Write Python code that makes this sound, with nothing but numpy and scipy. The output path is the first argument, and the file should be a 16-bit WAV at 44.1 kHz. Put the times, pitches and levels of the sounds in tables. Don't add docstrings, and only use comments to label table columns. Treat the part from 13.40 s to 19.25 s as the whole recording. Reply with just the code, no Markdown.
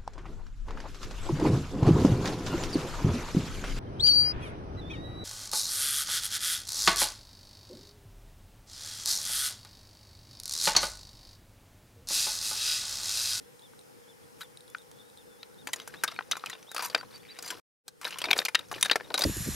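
import sys
import numpy as np
from scipy import signal
from scipy.fft import rfft
from scipy.io import wavfile
from scipy.ndimage import uniform_filter1d

SR = 44100
rng = np.random.default_rng(int(sys.argv[2]) if len(sys.argv) > 2 else 0)


def dump_mix(stems):
    frames = np.atleast_2d(stems).T
    limited = np.clip(frames, -1, 1)
    pcm = np.round(limited * 32767).astype(np.int16)
    wavfile.write(sys.argv[1], SR, pcm)


def convert_level_to_amplitude(level_db):
    exponent = np.asarray(level_db, float) / 20
    return 10 ** exponent


N = 257984

# f/Hz, level/dB per Hz
WIND_COLOUR = [(12, -61), (20, -47.5), (124, -4), (393, -7), (479, -2.5), (583, -12.5), (690, -17),
               (816, -10.5), (1140, -17), (1390, -15.5), (2580, -23.5), (5360, -26), (10200, -25),
               (15200, -32.5), (16500, -40.5)]
WIND_DB = -57.5
# f/Hz, likeness (-1 to 1)
WIND_LIKENESS = [(60, -0.24), (150, -0.63), (380, -0.76), (950, -0.62), (2380, -0.15), (5980, 0.38),
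                 (15000, 0.45)]
# f/Hz, width/Hz, level/dB
DRONE = [
    (479, 60, -68),
    (807, 70, -79),
    (5240, 500, -78),
]
# t/s, bass lift/dB
PUFF = [
    (5.05, -1.5),
    (5.15, 10.5),
    (5.22, -1),
    (5.36, 22),
    (5.5, 8.5),
    (5.7, 1),
]
# t/s, level/dB
CLOSE_AIR = [
    (4.435, -90),
    (4.44, -32),
    (4.47, -7.5),
    (4.55, -3.5),
    (4.7, 3),
    (5.3, 3),
    (5.85, 5),
]
WIDE_AIR_DB, CHANGE_S, CHANGE_DB_PER_S = 3.5, 4.199, 1501.5

# t/s, length/s, middle f/Hz, end minus start f/Hz, level/dB
SLIDES = [(.63, .024, 3270, 300, -69), (1.262, .084, 3460, 200, -66), (1.5, .23, 3610, 680, -69),
          (1.86, .14, 3500, -250, -68), (2.69, .11, 3750, 50, -62), (3.65, .025, 4250, 500, -65),
          (3.695, .03, 4300, -1100, -65), (3.792, .022, 3450, 450, -62), (3.85, .028, 4450, -800, -63),
          (5.252, .016, 5350, -400, -60), (5.292, .014, 5450, -400, -58), (1.36, .026, 6300, -2600, -64),
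          (.03, .03, 3350, 300, -68)]
# t/s, length/s, top f/Hz, end minus start f/Hz, level/dB
CHIRPS = [(.205, .077, 3640, 100, -59.5), (.666, 0.07, 3550, -170, -61.5), (.822, .03, 3380, 300, -69),
          (1.009, 0.064, 3600, -140, -60), (1.353, 0.089, 3700, 91, -63), (1.579, 0.051, 3600, -10, -57.5),
          (1.764, 0.066, 3680, -36, -61), (1.99, 0.043, 3760, -50, -61), (2.168, 0.07, 3770, -50, -60),
          (2.378, 0.062, 3850, -350, -56), (2.553, 0.078, 3900, 303.5, -57),
          (2.922, 0.066, 3950, -100, -50.5), (3.098, 0.05, 4030, -50, -50), (3.26, 0.091, 3900, 454, -53),
          (3.42, 0.076, 4110, 0, -55), (5.235, 0.023, 3820, -100, -62), (5.63, 0.041, 3790, -110, -58)]
# t/s, length/s, top f/Hz, end minus start f/Hz, level/dB
TWEETS = [
    (2.762, 0.038, 4300, -700, -55),
    (3.576, .046, 4670, -80, -47),
    (3.722, 0.017, 3640, 522, -59),
    (3.732, 0.05, 4610, -50, -49),
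    (3.808, 0.036, 4600, 500, -62),
    (3.88, 0.043, 3920, 500, -52.5),
    (3.9, 0.036, 4670, -300, -50.5),
    (3.953, 0.044, 3800, 370, -58),
]
CHIRP_ARCH_HZ_PER_S, TWEET_ARCH_HZ_PER_S = 9500, 26000
# t/s, peak level/dB
TICKS = [(.194, -45), (.221, -48), (0.392, -42), (.4125, -49), (1.1728, -36), (1.207, -42), (1.2793, -45),
         (1.384, -41.5), (1.419, -49), (1.5873, -53), (1.7, -47.5), (1.774, -41.5), (2.144, -51.5),
         (2.744, -41.5), (3.76, -40), (3.949, -46)]
TICK_HZ, TICK_TOP_HZ, TICK_TOP_DB, TICK_T60 = 3900, 8700, -2.5, .01

# t/s, peak level/dB, main ring f/Hz, basket thud level/dB re peak,
# bright edge level/dB re peak Short contacts, with lone clicks away from the basket (1.3484, 1.515, 2.0312 s)
# and a bright crackle (1.301 s)
TAPS = [(1.0095, -35.5, 1500, -25, -2), (1.3484, -26.5, 1480, -62, -46), (1.515, -44, 3270, 4, 8),
        (2.4004, -31.5, 3200, -23, -9), (2.0312, -33.5, 4000, -17, -17.5), (2.7634, -37, 2360, -21, -21),
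        (2.79, -20.5, 1500, -6, -45), (2.809, -29, 1020, -13, -43), (2.9195, -25.5, 2980, -16, -33),
        (1.301, -46, 9000, -40, 25), (3.0389, -25.5, 1230, -8.5, -53), (3.455, -36, 900, 0, -13),
        (3.6114, -35.5, 1440, -19, -14.5), (4.759, -36, 1050, -17, -24.5), (4.8045, -35, 3050, -15, -10),
        (4.9129, -11.5, 2350, -32, -9.5), (4.9318, -13.5, 3300, -22, -14.5), (4.9897, -15.5, 3670, -7, -29),
        (5.0635, -26, 2930, -15, -19), (5.428, -13, 3660, -28, -3.5), (5.4985, -14.5, 2830, -36, -32),
        (5.5315, -30, 2530, -4, -16), (3.549, -14, 4760, -39, -20), (5.6086, -31, 1786, 3, -34)]
KNOCKS = [(2.722, -38.5, 1290, 1, -27), (3.0608, -27.5, 2970, -34, -6.5), (3.0698, -36, 2430, -8, -28),
          (3.099, -30.5, 1950, -34, 1.5), (3.3471, -29, 1280, 6, 8), (3.3804, -26, 1260, -17, -6),
          (3.4994, -33, 4600, -5, -6), (3.5481, -16, 1640, 0.5, -15), (3.5776, -36.5, 1940, -3, -9),
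          (.335, -49.5, 1210, -3, -42), (3.989, -32, 4880, -1.5, -4), (4.6515, -22.5, 3840, -6.5, -17.5),
          (4.6706, -29, 1565, -6, -22), (4.7077, -33, 2810, -16, -3), (4.7861, -27, 2990, -10, 5.5),
          (4.8173, -24.5, 3260, -7, -9), (4.8859, -28, 2480, 10, -29), (5.0008, -32, 2520, -15, -10),
          (5.1924, -34, 1460, -1, 0), (5.4588, -22, 1640, -5, -5), (5.6001, -34.5, 1690, -4, -40),
          (4.7425, -35, 2900, -21, -25), (5.8205, -19, 4700, -1.5, -0.5), (5.838, -20, 4630, -11, -3)]
CLACKS = [(2.2723, -27, 1960, 0, -4), (2.333, -22, 2000, -8, 7.5), (2.9136, -19.5, 6070, -16.5, -4.5),
          (2.9309, -27.5, 1295, -18, -16), (3.13, -32.5, 3610, -5, -33), (3.1522, -41, 2700, 4, -18),
          (3.3156, -35, 1540, -2, 5), (3.6306, -37, 1030, 4, -39), (4.0256, -32.5, 4640, -8, 9),
          (4.481, -33.5, 4070, -2.5, 5.5), (4.6845, -37.5, 4340, -4.5, -15.5),
          (4.8553, -26, 3650, -10, -14), (4.9069, -21, 2480, -21, -21), (5.0847, -22, 2160, -10.5, -10),
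          (5.148, -14, 2980, -14, -15), (5.327, -28, 1100, 25, 14), (5.341, -31, 2900, -30, -31),
          (5.3823, -36.5, 1810, -3, -28), (5.4113, -25, 5830, -23, 3), (5.483, -37, 1540, -21, -3),
          (5.5138, -16, 1780, 1.5, -11), (5.5576, -16, 620, -5, -9), (5.7423, -16.5, 3900, -4.5, -8),
          (5.7785, -20.5, 3900, -8, -2.5)]
GRINDS = [(2.288, -34.5, 900, -8, -10), (2.3603, -36, 6800, 1.5, -1), (2.4763, -32.5, 1420, 1.5, 4),
          (2.54, -35.5, 1740, -6, -16), (2.637, -15.5, 1560, -5, -1), (2.6785, -25.5, 3700, -14, -12.5),
          (2.9684, -30, 1210, -5, -5), (3.3642, -28, 4500, -3, -5), (3.3934, -26, 1237, -1, -11),
          (3.4241, -26.5, 1000, -9, 0.5), (4.0465, -38, 4900, -11, -6), (4.078, -32, 4370, -21, 2),
          (4.105, -27.5, 1610, -13, 3), (4.6142, -36.5, 1070, -41, -3), (4.7256, -32.5, 2850, -11, -16),
          (4.8415, -23.5, 2220, -22, -12), (4.9667, -44, 1000, -34, 11), (4.9789, -26, 6800, -24, 7),
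          (5.0518, -21, 4400, -11, -3), (5.3149, -27.5, 1060, -11, -8.5), (5.4492, -25.5, 3770, -27, -9),
          (5.7046, -32, 870, 15, -14), (5.7925, -23.5, 6100, 1, 4), (5.8091, -23.5, 3750, -7, -5)]
MORE_TAPS = [(1.0145, -38, 3150, -15, -16), (1.033, -43, 1500, -18, -14), (2.296, -47, 6100, -30, -17),
             (2.418, -45, 6200, -30, -15), (2.6465, -27, 1130, -12, -3), (2.825, -46, 3680, -25, -20),
             (2.955, -31, 1290, -13, -20), (2.996, -43, 3900, -25, -10), (3.135, -45, 6470, -22, -10),
             (5.3475, -37, 3520, -25, -6), (5.362, -39, 2480, -10, -8), (3.228, -43, 6030, -32, -14),
             (3.514, -44, 4500, -25, -11), (3.527, -47, 1500, -15, -20), (3.561, -25.5, 1700, 7, -25),
             (4.038, -41, 1500, -17, -8), (4.121, -41, 1500, -10, -15), (4.143, -43, 3200, -20, -21),
             (4.156, -52, 1700, -2, -19), (4.646, -28, 2970, -23, -4), (4.967, -27, 1730, -29, -12),
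             (5.018, -29, 1830, -26, -19), (5.1535, -13.5, 3850, -9, -7.5), (5.1545, -15.5, 1840, -32, -15),
             (5.286, -49, 6550, -20, 1), (5.516, -15.5, 4600, -27, -26), (5.7035, -35.5, 4000, -30, -13),
             (5.7195, -42, 4460, -30, -18), (4.717, -41, 3080, -25, -25), (3.283, -46.5, 860, 16, -30)]
TAP_T60, KNOCK_T60, CLACK_T60, GRIND_T60, MORE_TAP_T60 = .011, .028, .034, .044, .012
# f/Hz, level/dB
SHELL_COLOUR = [(300, -27.5), (1250, 0), (5000, -5), (8500, -42.5), (16000, -62)]
BASKET_COLOUR = [(90, -41.5), (300, -7), (750, -1), (1600, -14), (4000, -60.5)]
RIM_COLOUR = [(2500, -31.5), (6000, -6), (11000, -10.5), (16000, -21)]
# f/Hz, width/Hz, level/dB
TONGS = [
    (1500, 300, -10.5),
    (2430, 160, -2),
    (3710, 27, 0.5),
    (3900, 39, -9.5),
    (4900, 35, -24.5),
]

# peak t/s, length/s, scrape level/dB, bright part level/dB re scrape, basket creak level/dB re scrape
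DRAGS = [(1.018, 0.049, -41, 2, -19), (2.387, 0.15, -40.5, -12, -6), (2.56, 0.18, -48.5, -7, -1),
         (2.714, 0.22, -42.5, -12, -26), (2.9, 0.11, -63.5, 1, 12.5), (3.088, 0.28, -41.5, -10, -16),
         (3.25, 0.2, -61.5, -1, 8), (3.408, 0.11, -30.5, -23, -18), (3.453, 0.075, -34, 3, -31),
         (3.566, 0.16, -39, -11, -2.5), (3.746, 0.14, -46, -7, -11), (4.062, 0.085, -46, 3.5, -20),
         (4.108, 0.28, -37.5, -9, -5.5), (4.678, 0.15, -32.5, -7, -10), (4.828, 0.24, -38, -16, -25),
         (4.898, 0.12, -40, -10, 11.5), (4.988, 0.091, -29, -6, -4.5), (5.2, 0.08, -38, -32, -4),
         (5.37, 0.033, -38, -8, 6.5), (5.44, 0.27, -40.5, -4.5, -21), (5.508, 0.25, -42, -26, 1.5),
         (5.753, 0.4, -52.5, -15, 9), (5.85, 0.11, -25, -10, -3.5)]
DRAG_FADE_DB = 16.5
# t/s, length/s, f/Hz, level/dB
RUBS = [(1.01, 0.022, 3900, -45.5), (1.01, 0.024, 1500, -49), (2.295, 0.021, 6160, -57),
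        (2.332, 0.013, 3900, -33), (2.475, 0.041, 1557, -57), (2.419, 0.024, 6150, -63),
        (2.68, 0.015, 1254, -39), (2.9193, 0.008, 3744, -21.5), (3.426, 0.026, 986, -40),
        (3.471, .026, 984, -51), (3.436, 0.028, 5950, -45), (3.442, 0.025, 4680, -46),
        (4.04, 0.09, 4800, -54), (4.07, 0.063, 7430, -49), (4.033, 0.061, 6100, -58),
        (4.114, 0.033, 1005, -47), (4.759, 0.022, 1036, -50), (5.431, 0.024, 8870, -45),
        (5.452, 0.022, 3720, -37), (5.52, 0.025, 3900, -38.5), (5.751, 0.014, 3900, -31)]
RUB_WAVER_DB = 4
# t/s, f/Hz, peak level/dB
PINGS = [(2.272, 3170, -37), (2.3334, 3050, -31), (2.3355, 1940, -29), (2.336, 6900, -30.5),
         (2.637, 11400, -23.5), (2.638, 5350, -29.5), (2.9119, 1650, -34), (3.06, 2510, -36),
         (3.3645, 2620, -30.5), (3.3638, 1300, -34), (3.3807, 4330, -39), (3.3936, 4700, -31.5),
         (3.5463, 2406, -25), (4.103, 3210, -31.5), (4.8405, 4630, -26.5), (4.8423, 1015, -33.5),
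         (4.8501, 900, -36), (4.9097, 12900, -26.5), (4.9111, 3664, -16.5), (4.9133, 770, -27),
         (4.912, 6740, -33), (4.93, 2307, -16.5), (4.9332, 714, -34.5), (4.9815, 6700, -37),
         (4.9894, 5350, -29), (4.9886, 4490, -22.5), (4.9891, 7660, -37), (5.0507, 3600, -32),
         (5.0511, 12400, -36), (5.0511, 4550, -38), (5.052, 6030, -28), (5.0518, 13440, -35),
         (5.0546, 8940, -32), (5.057, 2450, -26), (5.0636, 5200, -39), (5.1497, 6680, -31),
         (5.191, 3810, -31.5), (5.4271, 9570, -16.5), (5.4278, 1020, -31), (5.427, 7500, -23),
         (5.4273, 1824, -29.5), (5.4316, 6160, -26), (5.4458, 8700, -32), (5.4491, 1450, -35),
         (5.4982, 1590, -25.5), (5.512, 3747, -17), (5.5149, 3210, -20), (5.5326, 3760, -32),
         (5.5563, 5070, -29.5), (5.558, 1745, -24), (5.7425, 9060, -28.5), (5.777, 4870, -24.5),
         (5.7824, 1060, -32), (5.7916, 13200, -29), (5.7913, 2240, -33), (5.7927, 5460, -38),
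         (5.7973, 593, -30.5), (5.8195, 3960, -22), (5.838, 4800, -19), (5.8377, 1950, -28)]
PING_RISE_S, PING_T60, PING_DULLING = .0006, .022, .25
PING_WAVER_DB, PING_WAVER_RAD = 2.5, .6
CHATTER_S, CHATTER_LENGTH_S, CHATTER_PER_S, CHATTER_HZ, CHATTER_DB = 3.832, .15, 130, 2100, -58


def evened(x):
    return x / np.sqrt(np.mean(x ** 2) + 1e-20)


def read(points, hz):
    f, value = np.transpose(points)
    return np.interp(np.log(hz + 1), np.log(f + 1), value)


def add(mix, s, sound):
    part = mix[round(s * SR):][:len(sound)]
    part += sound[:len(part)]


def resonate(x, hz, width):
    return signal.lfilter(*signal.iirpeak(hz, hz / width, SR), x)


def field():
    frames, hz = N // 256 + 5, np.fft.rfftfreq(1024, 1 / SR)
    a, b, c, d, patches = rng.standard_normal((frames, 513, 5)).T
    patches = evened(uniform_filter1d(uniform_filter1d(patches, 10, 0), 12, 1))
    gusts = evened(uniform_filter1d(rng.standard_normal(frames), 12))
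    gusts = gusts / (1 + (hz[:, None] / 350) ** 2)
    puff_db = np.interp(np.arange(frames) * 256 / SR, *np.transpose(PUFF))
    puff_db = puff_db / (1 + (hz[:, None] / 170) ** 2)
    same = np.clip(read(WIND_LIKENESS, hz), -1, 1)[:, None]
    left = a + 1j * b
    right = same * left + np.sqrt(1 - same ** 2) * (c + 1j * d)
    colour_db = read(WIND_COLOUR, hz)[:, None]
    spectrum = np.array([left, right]) * convert_level_to_amplitude(colour_db + 1.1 * patches + 2.8 * gusts + puff_db)
    wind = signal.istft(spectrum, nperseg=1024, noverlap=768)[1][:, :N]
    wind = convert_level_to_amplitude(WIND_DB) * evened(wind)
    noise, drone = rng.standard_normal(N), np.zeros(N)
    for f, width, db in DRONE:
        drone += convert_level_to_amplitude(db) * evened(resonate(resonate(noise, f, width), f, width))
    return wind * convert_level_to_amplitude([[.6], [-.6]]) + drone * convert_level_to_amplitude([[.7], [-.7]])


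def birds():
    out = np.zeros(N)
    flutter_db = 3 * evened(uniform_filter1d(rng.standard_normal(N), size=200))
    singers = [(CHIRPS, CHIRP_ARCH_HZ_PER_S, 1.7), (TWEETS, TWEET_ARCH_HZ_PER_S, 5), (SLIDES, 0, 1)]
    for notes, arch, flatness in singers:
        for s, length, top_hz, slant, db in notes:
            u = np.linspace(-1, 1, round(length * SR))
            hz = top_hz + u * slant / 2 - arch * length * abs(u) ** flatness
            tone = np.sin(2 * np.pi * np.cumsum(hz) / SR)
            breath = convert_level_to_amplitude(db + 3 + flutter_db[:len(u)]) * (1 - u ** 2) ** 1.4
            add(out, s, breath * tone)
            flutter_db = flutter_db[len(u):]
    t = np.arange(900) / SR
    ring = np.sin(2 * np.pi * TICK_HZ * t) + convert_level_to_amplitude(TICK_TOP_DB) * np.sin(2 * np.pi * TICK_TOP_HZ * t)
    for s, db in TICKS:
        add(out, s, convert_level_to_amplitude(db - 60 * t / TICK_T60) * ring * np.minimum(t / .0002, 1))
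    return out


def clack(peak_db, hz, thud_db, edge_db, t60, luck):
    size = len(luck)
    t, bins = np.arange(size) / SR, np.fft.rfftfreq(size, 1 / SR)
    octaves = np.log2((bins + 1) / hz)
    dull_db = .25 * max(-edge_db - 30, 0)
    slope_db = np.where(octaves > 0, 2.5 + dull_db, -3.5 - dull_db)
    skirt = convert_level_to_amplitude(-5 - slope_db * octaves + read(SHELL_COLOUR, bins))
    basket = convert_level_to_amplitude(thud_db + read(BASKET_COLOUR, bins))
    rim = convert_level_to_amplitude(edge_db + read(RIM_COLOUR, bins))
    lumps = evened(np.interp(22 * np.log(bins + 1500), np.arange(size), luck[:, 1]))
    main_ring = convert_level_to_amplitude(3) / (1 + ((bins - hz) / 150) ** 2)
    shell = (skirt + basket + rim) * convert_level_to_amplitude(2.8 * lumps) + main_ring
    grit = luck[:, 0] * convert_level_to_amplitude(-60 * t / (.94 * t60)) * np.minimum(t / .00048, 1)
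    shell = shell / uniform_filter1d(abs(rfft(grit)), size=30)
    both_sides = np.r_[shell, shell[-2:0:-1]]
    response = np.exp(np.conj(signal.hilbert(np.log(both_sides + 1e-5))))
    sound = np.fft.ifft(np.fft.fft(grit) * response).real
    return convert_level_to_amplitude(peak_db - 4) * sound / np.sqrt(uniform_filter1d(sound ** 2, size=66).max())


def shells():
    out = np.zeros(N)
    kinds = [(TAPS, TAP_T60), (KNOCKS, KNOCK_T60), (CLACKS, CLACK_T60), (GRINDS, GRIND_T60),
             (MORE_TAPS, MORE_TAP_T60)]
    for hits, t60 in kinds:
        for (s, *blow), luck in zip(hits, rng.standard_normal((len(hits), 3072, 2))):
            add(out, s - .0008, clack(*blow, t60, luck))
    out = out + sum(convert_level_to_amplitude(db) * resonate(out, hz, width) for hz, width, db in TONGS)
    t = np.arange(3000) / SR
    wall = rng.standard_normal(3000) * convert_level_to_amplitude(-60 * t / .18) * (t > .003)
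    wall = signal.sosfilt(signal.butter(1, 3500, fs=SR, output="sos"), wall)
    return out + convert_level_to_amplitude(-26.5) * signal.oaconvolve(out, wall / np.linalg.norm(wall))[:N]


def slips(lo_hz, hi_hz, per_s, cycles, clumps):
    out = np.zeros(N)
    for hz in np.geomspace(lo_hz, hi_hz, num=12):
        u = np.arange(0, 3 * cycles, hz / SR)
        knock = np.sin(2 * np.pi * u) * u * np.exp(-3 * u / cycles) * np.sqrt(hz)
        train = (rng.random(N) < per_s / SR) * rng.standard_normal(N) * convert_level_to_amplitude(3.2 * clumps)
        out += signal.oaconvolve(train, knock)[:N]
    return evened(out)


def scrape():
    t, push = np.arange(N) / SR, np.zeros((3, N))
    clumps = evened(uniform_filter1d(rng.standard_normal(N), size=300))
    body = slips(953, 5500, 700, 6.1, clumps)
    bright = slips(6300, 14000, 500, 20.5, clumps)
    creak = slips(305, 840, 90, 1.8, clumps)
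    for s, length, db, bright_db, creak_db in DRAGS:
        near = slice(max(round((s - 2 * length) * SR), 0), round((s + 2 * length) * SR))
        swell = convert_level_to_amplitude(db - 9 - DRAG_FADE_DB * 2 * abs(t[near] - s) / length)
        push[:, near] += swell * convert_level_to_amplitude([[0], [bright_db], [creak_db]])
    heard = (t < 4.3) | (t > 4.613)
    return (push * np.array([body, bright, creak])).sum(axis=0) * heard


def rubs():
    out = np.zeros(N)
    for (s, length, hz, db), luck in zip(RUBS, rng.standard_normal((len(RUBS), 4096))):
        t = np.arange(0, length, 1 / SR)
        waver = evened(uniform_filter1d(luck, size=90))[:len(t)]
        swell = np.sqrt(np.sin(np.pi * (t / t[-1]) ** .7) ** 2)
        tone = np.sin(2 * np.pi * hz * t + .5 * waver[::-1])
        add(out, s, convert_level_to_amplitude(db + 3 + RUB_WAVER_DB * waver) * tone * swell)
    return out


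def pings():
    out, t = np.zeros(N), np.arange(2048) / SR
    for (s, hz, db), luck in zip(PINGS, rng.standard_normal((len(PINGS), 2, 2048))):
        t60 = PING_T60 * (hz / 2500) ** -PING_DULLING
        waver = evened(uniform_filter1d(luck, size=40))
        tone = np.sin(2 * np.pi * hz * t + PING_WAVER_RAD * waver[1])
        fade = convert_level_to_amplitude(db - 60 * t / t60 + PING_WAVER_DB * waver[0])
        add(out, s, 2 * fade * (1 - np.exp(-t / PING_RISE_S)) * tone)
    return signal.sosfilt(signal.butter(2, 350, "high", fs=SR, output="sos"), out)


def chatter():
    t = np.arange(0, CHATTER_LENGTH_S, 1 / SR)
    uneven = evened(uniform_filter1d(rng.standard_normal(len(t)), size=400))
    ribs = np.cumsum(CHATTER_PER_S * (1 + .37 * uneven)) / SR
    ticks = rng.standard_normal(len(t)) * np.exp(-(ribs % 1) / .27)
    hollow = resonate(resonate(ticks, CHATTER_HZ, 1400), CHATTER_HZ, 1500)
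    out = np.zeros(N)
    add(out, CHATTER_S, convert_level_to_amplitude(CHATTER_DB) * evened(hollow))
    return out


def ports(x, tilt_db, spread_db):
    low = signal.sosfilt(signal.butter(1, 7500, fs=SR, output="sos"), x)
    scatter = rng.standard_normal(400) * convert_level_to_amplitude(-60 * np.arange(400) / SR / .012)
    scatter = signal.oaconvolve(x, scatter / np.linalg.norm(scatter))[:N]
    tilt = convert_level_to_amplitude([[tilt_db], [-tilt_db]])
    return low * tilt + (x - low) / tilt + convert_level_to_amplitude(spread_db) * scatter * [[1], [-1]]


def scene():
    t = np.arange(N) / SR
    dropping_db = -17 - CHANGE_DB_PER_S * (t - CHANGE_S)
    wide_db = np.where(t < CHANGE_S, WIDE_AIR_DB, np.where(t < 4.218, dropping_db, -90))
    close_db = np.interp(t, *np.transpose(CLOSE_AIR))
    air = field() * convert_level_to_amplitude(np.maximum(wide_db, close_db))
    singing = ports(birds(), .8, -14)
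    heard = (t < 4.2) | (t > 4.45)
    basket = ports(shells() + scrape() + rubs() + chatter(), 1.9, -16) * heard
    return basket + singing + ports(pings(), 1.9, -14) + air


def low_pass(x):
    return signal.sosfilt(signal.butter(12, 16800, fs=SR, output="sos"), x)


def record(dry):
    limited = signal.oaconvolve(dry, signal.firwin(255, 15900, fs=SR)[None], "same")
    limited = limited - .41 * resonate(limited, 7600, 490)
    return low_pass(limited)


dry = scene()
out = record(dry)
dump_mix(out)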